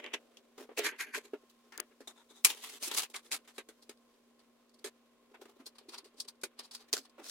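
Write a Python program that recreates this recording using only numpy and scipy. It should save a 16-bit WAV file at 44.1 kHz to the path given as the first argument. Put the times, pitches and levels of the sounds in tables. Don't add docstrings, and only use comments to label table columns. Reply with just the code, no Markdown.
import sys
import numpy as np
from scipy import signal
from scipy.fft import rfft, irfft, next_fast_len
from scipy.io import wavfile

SR = 44100
rng = np.random.default_rng(int(sys.argv[2]) if len(sys.argv) > 2 else 0)


def level_to_linear(level):
    exponent = np.asarray(level, float) / 20
    return 10 ** exponent


def dump_mix(stems):
    frames = np.atleast_2d(stems).T
    limited = np.clip(frames, -1, 1)
    pcm = np.round(limited * 32767).astype(np.int16)
    wavfile.write(sys.argv[1], SR, pcm)


N = 321930
SPLIT_HZ = 3700

# freq_hz, level_db_rms
HUM_LINES = [(236.9, -74), (516.8, -87.5), (1066, -88)]
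# freq_hz, density_db_per_hz
ROOM_TONE = [(20, -14), (100, -13.5), (190, -17), (240, -5.5), (314, -11.5), (380, -8), (583, -10.5),
             (913, -21.5), (1050, -9), (1160, -23.5), (1690, -31), (2660, -26.5), (15200, -37),
             (16500, -54.5)]
# freq_hz, correlation
ROOM_ALIKE = [(60, 0.2), (130, -0.53), (290, 0.99), (640, 0.43), (1410, 0.92), (3100, -1.1), (6820, -0.13),
              (15000, 0.049)]
HANDLING_ALIKE = [(300, 0.36), (900, 0.93), (2500, 0.24), (4000, 0.06), (12000, 0.064)]

# time_s, rumble_db, rub_db, rustle_db
DRAG_LEVELS = [
    (0.0, -58.5, -63.5, -78),
    (2.03, -108.5, -66, -78),
    (2.46, -76, -68.5, -76),
    (7.3, -75, -64, -86.5),
]
# freq_hz, density_db_per_hz
DRAG_TONE = [(140, -42.5), (230, 0), (260, -8.5), (413, -5), (969, -8.5), (1100, -3), (1770, -7),
             (3800, -7.5), (8450, -13), (16000, -19)]

# freq_hz, width_hz, level_db
HOLLOW_MODES = [(1570, 70, 1), (1785, 90, -4), (1910, 90, -3), (2150, 120, -4), (2340, 110, -2),
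                (2520, 140, -6.5), (4440, 300, -18), (6560, 300, -17), (10200, 350, -20), (11800, 300, -19)]
# time_s, level_db, half_length_s
STROKES = [
    (.868, -35.5, .017),
    (.897, -43, .012),
    (1.009, -38, .011),
    (1.034, -43, .014),
    (1.08, -57, .025),
    (1.153, -40.5, .013),
]

# freq_hz, level_db, t60_s
FRAME_MODES = [(1100, -22, .06), (2370, 0.5, .06), (4160, -8, .06), (5000, -7.5, .05), (6745, -3, .06),
               (7200, -6, .05), (7720, -8, .09), (8200, -2, .05), (8410, -6, .06), (9760, -8, .05),
               (10680, -6, .05), (11790, -14, .06), (13530, -14, .05)]
# freq_hz, level_db, t60_s
PRONG_MODES = [(4800, 5, .007), (6400, 1, .009), (8300, -8, .016), (9350, -1, .012), (13100, -5, .014),
               (15200, -10, .012)]
# time_s, left_peak_db, left_minus_right_db
PRONG_HITS = [
    (1.7774, -18, 9),
    (1.8012, -12, 22.5),
]

# time_s, peak_db, pitch_hz, left_minus_right_db
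PINGS = [(0.0418, -34, 2740, -0.5), (0.0623, -30, 3030, -0.5), (0.1386, -24, 2260, -1.0),
         (0.3701, -46, 3360, 1.5), (0.7736, -24, 2600, -1.0), (0.7886, -29, 1940, 1.0),
         (0.8465, -28, 1860, 0.5), (0.8504, -26, 1580, 1.0), (0.9966, -33, 1560, 0.5),
         (1.0031, -25, 2100, -0.5), (1.0074, -29, 1570, 5), (1.1413, -34, 1690, 4.0),
         (1.1453, -28, 1560, 4), (2.0767, -36, 3640, 2.5), (2.5017, -19, 3580, 1.5),
         (2.5104, -27, 2960, -0.5), (2.576, -41, 3380, 1.5), (2.6125, -38, 3700, -1.0),
         (2.7477, -37, 3410, 2.0), (2.826, -30, 8600, 1.0), (2.8764, -31, 5740, 0.0),
         (2.9128, -24, 3460, 3.5), (2.9174, -25, 3760, -1.5), (2.9394, -25, 4170, -0.5),
         (2.9474, -28, 6300, 0.0), (2.9806, -22, 6910, 0.0), (3.0204, -28, 4960, 0.0),
         (3.1418, -32, 2280, 1.0), (3.1464, -30, 2220, 2.0), (3.1637, -28, 4950, -1.5),
         (3.2645, -45, 3450, 2.0), (3.3154, -24.5, 2390, -2), (3.3214, -22, 3800, -0.5),
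         (4.138, -62, 3290, 1.5), (5.6634, -36, 4520, 1), (5.9344, -45, 1370, 1.0),
         (5.9464, -34, 5480, 0.0), (5.9793, -31, 4500, 1.5), (6.2043, -26.5, 4500, 1.5),
         (6.4358, -27, 1500, -1.5), (6.9292, -14, 4570, -2), (6.9344, -14, 5480, 2),
         (6.9671, -31, 1530, -1.0), (6.9774, -32, 4590, 0.0)]
# time_s, peak_db, pitch_hz, left_minus_right_db
TAPS = [(0.611, -42, 425, 0.0), (0.69, -41, 501, 4), (0.714, -43, 480, -0.5), (0.776, -33, 460, 0.0),
        (0.79, -23.5, 445, -3), (1.174, -39, 423, 0.5), (1.333, -33, 413, -0.5), (4.844, -38, 398, 1.5),
        (4.861, -41, 375, 1.5), (4.877, -45, 420, 1), (5.394, -53, 412, 2.0), (5.416, -44, 393, 1.5),
        (5.455, -49, 401, 2), (5.564, -50.5, 417, 0.5), (5.597, -46, 265, 0.5), (5.663, -54, 347, 2.0),
        (5.755, -58, 1070, 2), (5.811, -54, 412, 1.0), (5.854, -56, 417, 0.0), (5.883, -44, 337, -1),
        (5.934, -45, 1120, 0.5), (6.03, -55, 334, -2), (6.054, -50, 424, 0.0), (6.141, -54, 425, 0.0),
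        (6.182, -59, 261, -2.0), (6.254, -57, 393, 0.5), (6.344, -61.5, 440, -0.5), (6.935, -32, 431, -0.5),
        (6.971, -44, 388, 0.5), (6.985, -47.5, 269, -1.0), (7.004, -58, 275, -1.0), (7.179, -47.5, 576, -5),
        (7.197, -43.5, 413, -1.0), (7.214, -51, 277, -2.0), (7.264, -48, 1080, -1.5)]

# freq_hz, level_db
BENCH_MODES = [(260, -7.5), (310, -7.5), (360, -4), (420, 0.5), (470, -4.5), (580, -7.5), (730, -17),
               (870, -15)]
# freq_hz, gain_db
HANDLING_DIP = [(20, -2), (110, -2), (165, -8), (240, 0), (16000, 0)]
# time_s, left_minus_right_db
PLACE = [(0, 0), (1.6, 0), (1.72, 1.5), (2.4, 2), (2.47, 1.5), (2.6, 0.5), (3.3, 0.5), (5, -0.5),
         (5.7, 0.5), (6.25, 1), (6.44, 0), (6.9, 0), (7.3, .5)]

# freq_hz, density_db_per_hz
REACH_TONE = [(600, -6), (1370, -9.5), (2070, 1), (3120, 0), (4300, -18.5), (6830, -17), (8620, -28),
              (10500, -27.5), (16000, -38)]
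PULL_TONE = [(350, 19), (600, 4), (748, -17.5), (1980, -8.5), (2370, -9), (7830, -11.5), (9490, -17.5),
             (16000, -18.5)]
LIFT_TONE = [(350, -38), (600, -6), (1640, 6), (3940, -9), (4840, -7), (15100, -24), (16000, -28.5)]
DROP_TONE = [(600, -6.5), (1100, -5.5), (1390, -8), (3680, 0), (5790, 2), (10300, 0.5), (16000, -10)]
GATHER_TONE = [(350, -34), (600, -1), (2400, 3), (2760, -1), (3890, 0), (6030, -6.5), (7210, -3),
               (11300, -8), (16000, -22)]
THREAD_TONE = [(600, -29), (679, -12), (1100, -9.5), (1400, -15.5), (3040, -12.5), (4050, -7), (4580, -2.5),
               (5300, -9), (6830, -15.5), (9110, -13), (11000, -19.5), (16000, -28)]
RELEASE_TONE = [(350, -22), (600, 4.5), (801, -11.5), (1070, -6), (3120, -5), (5400, -4), (10600, -13.5),
                (16000, -20.5)]
SCRAPE_TONE = [(600, -15), (984, -7), (1430, -10), (1570, -1), (2300, -4), (2910, -9), (5560, -20.5),
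               (6550, -17), (9240, -24), (11500, -19.5), (16000, -42.5)]
KNOCK_TONE = [(350, -27.5), (600, -1), (2440, -11), (3680, -16), (4280, -20.5), (16000, -31.5)]
JINGLE_TONE = [(600, 3.5), (858, 3.5), (1800, -5), (3100, -8), (3700, 4), (4400, -15), (6830, -8.5),
               (13400, -21), (16000, -32.5)]
SLAM_TONE = [(600, -23), (1040, -8), (1830, -10), (2440, 0), (3430, -8.5), (4400, -5), (10500, -4.5),
             (16000, -15.5)]
# start_s, contact_spectrum
STAGES = [(-1, REACH_TONE), (.53, KNOCK_TONE), (.76, PULL_TONE), (.82, SCRAPE_TONE), (1.3, KNOCK_TONE),
          (1.6, LIFT_TONE), (2.05, JINGLE_TONE), (2.43, SLAM_TONE), (2.49, DROP_TONE), (3.12, GATHER_TONE),
          (3.8, THREAD_TONE), (3.87, GATHER_TONE), (3.93, THREAD_TONE), (4.82, GATHER_TONE),
          (5.3, KNOCK_TONE), (5.63, THREAD_TONE), (6.4, GATHER_TONE), (6.55, THREAD_TONE),
          (6.85, RELEASE_TONE), (7, THREAD_TONE), (7.15, KNOCK_TONE), (7.22, RELEASE_TONE)]

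# time_s, peak_db
TICKS = [(3.968, -64), (4.136, -68), (2.437, -42), (4.689, -61), (3.259, -56), (5.509, -65), (6.349, -67),
         (7.091, -57)]
# time_s, peak_db
SNAPS = [(0.0414, -42), (0.0623, -43), (0.1381, -32), (2.4472, -6), (2.4947, -33), (3.1637, -29),
         (3.3164, -25), (3.3217, -22), (5.9471, -47.5), (6.2057, -30.5), (6.7496, -29.5), (6.9291, -17.5),
         (6.9349, -18), (7.2429, -40), (7.2914, -54), (7.2964, -31)]
# peak_s, slap_db, thud_db, crackle_db
CRACKS = [(.043, -40.5, -90, -71), (.7761, -37, -44, -44), (1.7766, -61.5, -71, -50.5),
          (1.7825, -45, -49, -61.5), (1.7981, -37.5, -43.5, -60), (2.4477, -23, -49, -18.5),
          (2.5484, -55.5, -53, -48), (2.8263, -42.5, -44, -37), (2.9752, -59, -48, -28.5),
          (6.9298, -47, -51, -26.5), (6.9358, -34, -38, -25.5), (6.9675, -42.5, -55, -34.5)]
# peak_s, slap_db, thud_db, crackle_db
KNOCKS = [(.0629, -45.5, -90, -60), (.3712, -78, -65, -53), (.5803, -53, -48.5, -54.5),
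          (1.336, -50, -37.5, -61.5), (2.0067, -59, -49, -58), (2.0783, -77, -92, -46),
          (2.4509, -30, -47.5, -18), (3.0331, -41, -57, -38.5), (3.101, -62, -62.5, -55),
          (3.144, -43.5, -55, -47), (2.915, -38, -48, -38.5), (3.5824, -42, -43.5, -44.5),
          (3.6892, -56, -51.5, -52), (4.394, -67.5, -71, -65), (3.895, -52, -48, -47.5),
          (5.4152, -55, -60, -55), (5.456, -58, -62, -62.5), (5.6199, -73, -63, -82.5),
          (5.812, -67, -66, -80), (5.785, -56, -70, -52.5), (6.202, -62, -84, -35), (2.468, -40, -60, -34),
          (6.4147, -69.5, -78, -56), (6.4362, -43, -41, -34.5), (6.5923, -48, -57, -41),
          (6.978, -49.5, -51.5, -40.5), (6.9415, -44, -55, -34), (3.022, -44, -59, -40),
          (7.183, -60, -56, -78)]
# peak_s, slap_db, thud_db, crackle_db
SLAPS = [(.1421, -33.5, -41.5, -37), (.9643, -59, -90, -72), (1.148, -37.5, -90, -42.5),
         (1.2127, -63.5, -62, -65), (1.5014, -87, -86, -61), (2.8797, -45, -48, -37.5),
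         (3.319, -45, -57, -40.5), (3.4523, -66, -78, -69.5), (3.8285, -68.5, -71, -57.5),
         (4.7456, -77.5, -68, -64), (4.7939, -76, -80.5, -64), (5.3189, -79, -60, -74.5),
         (5.3486, -53, -61, -66.5), (5.6671, -57, -60, -43), (5.7578, -67, -81, -64),
         (5.894, -55, -58, -49), (5.9849, -53.5, -79, -44), (6.1447, -85.5, -64, -74),
         (6.25, -63, -63, -61), (6.287, -54.5, -68.5, -43), (6.889, -64, -69.5, -64),
         (7.055, -60.5, -71, -60)]
# peak_s, slap_db, thud_db, crackle_db
SWIPES = [(-.0073, -37.5, -36, -44), (.6573, -70, -60, -80), (.7913, -33, -46, -33),
          (.8518, -39, -44, -35.5), (1.181, -74, -43.5, -45.5), (1.4382, -75, -60.5, -82),
          (1.9209, -67.5, -65, -86), (2.9491, -41, -50.5, -35), (5.5709, -76, -64, -72),
          (5.9489, -47, -90, -49)]
# peak_s, slap_db, thud_db, crackle_db
SCUFFS = [(2.822, -53.5, -60, -49.5), (.8667, -35, -44, -35), (.9283, -49.5, -54.5, -72),
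          (1.0098, -43.5, -58, -40), (1.1598, -42.5, -50.5, -42), (1.2537, -62, -57, -58),
          (1.8071, -57, -54.5, -85), (2.3112, -64, -62, -59.5), (2.5023, -38.5, -55, -37.5),
          (2.7, -52.5, -64, -48), (2.9855, -33.5, -54, -28), (3.1624, -47.5, -67, -44),
          (3.3896, -67.5, -66, -70), (3.5636, -68.5, -87, -61.5), (5.4967, -66.5, -60, -65.5),
          (5.6064, -62.5, -65, -67), (6.19, -64, -67, -57.5), (6.6011, -54, -64, -57.5),
          (6.6496, -62, -81, -54.5), (6.752, -56, -70, -45), (6.8126, -61, -72.5, -60),
          (7.2008, -55.5, -54.5, -62.5)]
# peak_s, slap_db, thud_db, crackle_db
RUBS = [(.045, -49, -51, -65.5), (.1188, -57, -70, -90), (.605, -57, -51.5, -56.5),
        (.803, -41.5, -42.5, -51.5), (1.0703, -57, -60, -89), (1.652, -80, -69, -78), (1.76, -63, -80, -73),
        (2.1813, -63.5, -75, -66.5), (2.3666, -68, -70, -60.5), (2.5761, -56, -66.5, -55),
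        (2.6422, -47, -63, -46.5), (2.7367, -54, -60.5, -51.5), (2.852, -51.5, -67, -42.5),
        (2.9017, -49, -66, -56.5), (3.2533, -68, -69, -62.5), (5.4286, -77, -68, -69),
        (5.93, -58, -63.5, -56.5), (5.9707, -62, -62, -77), (6.955, -56.5, -60, -49),
        (7.0175, -76, -80.5, -63.5), (7.2565, -56.5, -65.5, -50), (7.2895, -74, -84, -48)]
# peak_s, slap_db, thud_db, crackle_db
SNAGS = [(.692, -58.5, -53.5, -80), (1.723, -52.5, -65, -59), (2.075, -53, -59, -48),
         (2.832, -44, -59, -35), (3.325, -41, -55, -32.5), (3.477, -58, -67.5, -57),
         (4.844, -46.5, -46.5, -41), (6.045, -63, -65, -58.5), (6.712, -59.5, -73, -49.5)]


def unit(x):
    return x / np.sqrt(np.mean(x ** 2) + 1e-20)


def along(points, hz):
    f, v = np.transpose(points)
    return np.interp(np.log(hz + 1), np.log(f + 1), v)


def curves(rows):
    s, *cols = np.transpose(rows)
    return [np.interp(np.arange(N) / SR, s, c) for c in cols]


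def wobble(rate_hz, count=N):
    knots = rng.standard_normal(int(count * rate_hz / SR) + 4)
    return np.interp(np.arange(count) * rate_hz / SR, np.arange(len(knots)), knots)


def noise(tone, alike, lo_hz, hi_hz, count=N, peaky_db=0):
    m = next_fast_len(count)
    hz = np.fft.rfftfreq(m, 1 / SR)
    gain = level_to_linear(along(tone, hz))
    gain = gain / np.hypot(1, (lo_hz / (hz + 1)) ** 5) / np.hypot(1, (hz / hi_hz) ** 5)
    gain *= level_to_linear(peaky_db * np.interp(hz / 130, np.arange(200), rng.standard_normal(200)))
    turn = np.arccos(np.clip(along(alike, hz), -1, 1)) / 2
    white = rng.standard_normal((2, len(hz), 2)) @ [1, 1j]
    mid, side = irfft(white * gain * [np.cos(turn), np.sin(turn)], m)[:, :count]
    return unit(np.array([mid + side, mid - side]))


def shaped(x, shape):
    level = np.sqrt(np.mean(x * x, axis=0))
    return x * shape * np.linalg.norm(shape) / (np.linalg.norm(level * shape) + 1e-12)


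def room():
    t = np.arange(N) / SR
    hum = np.zeros(N)
    for hz, db in HUM_LINES:
        level = level_to_linear(db + 4.0 + 0.9 * (hz / 240) * wobble(9.7))
        jitter_rad = 0.05 * (hz / 240) ** 1.8 * wobble(40)
        hum += level * np.sin(2 * np.pi * hz * t + jitter_rad)
    hiss_db = -73 + 0.77 * wobble(10)
    return hum + level_to_linear(hiss_db) * noise(ROOM_TONE, ROOM_ALIKE, 1.5, SR)


def drag():
    rumble_db, rub_db, rustle_db = curves(DRAG_LEVELS)
    slip_db = 1.2 * wobble(30) + 1.5 * wobble(300)
    rumble_db = rumble_db - 4.5 + 1.2 * wobble(30)
    rumble = level_to_linear(rumble_db) * noise(DRAG_TONE, HANDLING_ALIKE, 280, 640)
    rub = level_to_linear(rub_db - 12.0 + slip_db) * noise(DRAG_TONE, HANDLING_ALIKE, 600, SPLIT_HZ)
    rustle = level_to_linear(rustle_db + slip_db) * noise(DRAG_TONE, HANDLING_ALIKE, SPLIT_HZ, SR)
    return rumble + rub + rustle


def hollow_tool():
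    t, hz = np.arange(N) / SR, np.fft.rfftfreq(N, 1 / SR)
    body = np.zeros(len(hz), complex)
    for k, (centre_hz, width_hz, db) in enumerate(HOLLOW_MODES):
        damping = 1j * hz * width_hz
        body += (-1) ** k * level_to_linear(db) * damping / (centre_hz ** 2 - hz * hz + damping)
    grit = noise([(600, 0), (9000, 0)], [(1000, 0.69)], 600, SR) * level_to_linear(3.3 * wobble(300))
    power = sum(level_to_linear(2 * db) * np.exp(-((t - s) / half_s) ** 2) for s, db, half_s in STROKES)
    return level_to_linear(-0.5) * np.sqrt(power) * unit(irfft(rfft(grit) * body, N))


def buckle_frame():
    hit_s, hit_db = 2.4478, -20
    out, t = np.zeros((2, N)), np.arange(SR // 12) / SR
    ring = np.zeros((2, len(t)))
    for hz, db, t60_s in FRAME_MODES:
        cycles = hz * t + rng.random() + [[0], [rng.normal(0, 1.2)]]
        ring += level_to_linear(db - 60 * t / t60_s) * np.sin(2 * np.pi * cycles)
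    out[:, round(hit_s * SR):][:, :len(t)] = level_to_linear(hit_db) * np.minimum(t / .0008, 1) * ring
    return out


def buckle_prong():
    out, t = np.zeros((2, N + SR)), np.arange(SR // 20) / SR
    for s, db, pan_db in PRONG_HITS:
        ring_db = -14 + (db + 13) * .8
        ring = sum(level_to_linear(level_db + ring_db - 60 * t / t60_s) * np.sin(2 * np.pi * hz * t)
                   for hz, level_db, t60_s in PRONG_MODES)
        crack = 0.42 * level_to_linear(-60 * t / 0.0068) * np.diff(rng.standard_normal(len(t) + 1))
        crack = (crack + np.roll(crack, 1)) / 2
        gain = level_to_linear([[db - 2.5], [db - 6.5 - pan_db]])
        out[:, round(s * SR):][:, :len(t)] += gain * (ring + crack)
    return out[:, :N]


def damped_tones(rows, cycles, gain_db):
    out, t = np.zeros((2, N + SR)), np.arange(SR // 12) / SR
    for s, db, hz, pan_db in rows:
        detune, lag = rng.standard_normal(2)
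        life = t * hz
        tone = np.sin(2 * np.pi * life + [[0], [0.44 * lag]])
        tone = tone + .3 * np.sin(2 * np.pi * life * (1.415 + .15 * detune))
        shape = np.minimum(life / 1.5, 1) * level_to_linear(-60 * life / cycles)
        gain = level_to_linear(db + gain_db + np.array([[pan_db / 2], [-pan_db / 2]]))
        out[:, round((s + .0008) * SR):][:, :len(t)] += gain * shape * tone
    return out[:, :N]


def edge_pings():
    return damped_tones(PINGS, cycles=27, gain_db=-4)


def bench_taps():
    return damped_tones(TAPS, cycles=20, gain_db=1.5)


def contact(tone, slap_db, thud_db, crackle_db, rise_s, t60_s):
    t = np.arange(SR // 8) / SR
    after = np.maximum(t - rise_s, 0)
    tail_cut = np.cos(np.pi / 2 * np.clip((after - .035) / .03, 0, 1)) ** 2
    swell = np.minimum(t / rise_s, 1) ** 2 * tail_cut
    grit = level_to_linear(1.6 * wobble(700, count=len(t)) + 1.4 * wobble(130, count=len(t)))
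    ring = np.zeros((2, len(t)))
    for hz, db in BENCH_MODES:
        cycles = hz * rng.normal(1, 0.044) * t + rng.random() + [[0], [rng.normal(0, 0.057)]]
        ring += level_to_linear(db + rng.normal(0, 2.2)) * np.sin(2 * np.pi * cycles)
    thud_shape = swell ** 1.5 * np.minimum(t / 0.0036, 1) * level_to_linear(thud_db - 60 * after / (0.9 * t60_s))
    slap_shape = swell * level_to_linear(slap_db - 60 * after / t60_s)
    crackle_shape = swell * level_to_linear(crackle_db - 60 * after / (0.72 * t60_s))
    slap = noise(tone, HANDLING_ALIKE, 700, SPLIT_HZ, count=len(t), peaky_db=2.5)
    crackle = noise(tone, HANDLING_ALIKE, SPLIT_HZ, SR, count=len(t), peaky_db=2.5)
    return shaped(ring, thud_shape) + shaped(grit * slap, slap_shape) + shaped(grit * crackle, crackle_shape)


def straps():
    kinds = [  # rows, rise_s, t60_s
        (CRACKS, .002, .034), (KNOCKS, .004, .1), (SLAPS, .014, .085), (SWIPES, .029, .053),
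        (SCUFFS, .036, .16), (RUBS, .045, .44), (SNAGS, .003, .245)]
    touches = [(*row, rise_s, t60_s) for rows, rise_s, t60_s in kinds for row in rows]
    touches += [(s + 0.0057, db - 15.5, -95, db - 6.0, .003, .07) for s, db in TICKS]
    touches += [(s + 0.00062, db - 18, -95, db - 4.5, .0004, .012) for s, db in SNAPS]
    out = np.zeros((2, N + 2 * SR))
    for s, slap_db, thud_db, crackle_db, rise_s, t60_s in touches:
        tone = [spectrum for start_s, spectrum in STAGES if start_s < s][-1]
        touch = contact(tone, slap_db, thud_db, crackle_db, rise_s, t60_s)
        out[:, SR + round((s - rise_s) * SR):][:, :touch.shape[1]] += touch
    return out[:, SR:SR + N]


def scene():
    still = room()
    pan_db, = curves(PLACE)
    handling = drag() + hollow_tool() + buckle_frame() + buckle_prong() + straps()
    handling = handling * level_to_linear([pan_db / 2, -pan_db / 2])
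    handling = handling + edge_pings() + bench_taps()
    dip = level_to_linear(along(HANDLING_DIP, np.fft.rfftfreq(N, 1 / SR)))
    return irfft(rfft(handling) * dip, N) + still


def roll_off(x):
    return signal.sosfilt(signal.butter(12, 17170, fs=SR, output="sos"), x)


def record(dry):
    hz = np.fft.rfftfreq(N, 1 / SR)
    shelf = level_to_linear(-6.5)
    colour = level_to_linear(0.5) * (shelf + (1 - shelf) / np.hypot(1, (200 / (hz + 1)) ** 4))
    mix = irfft(rfft(dry) * colour * (hz < 16000), N)
    return roll_off(mix)


dry = scene()
out = record(dry)
dump_mix(out)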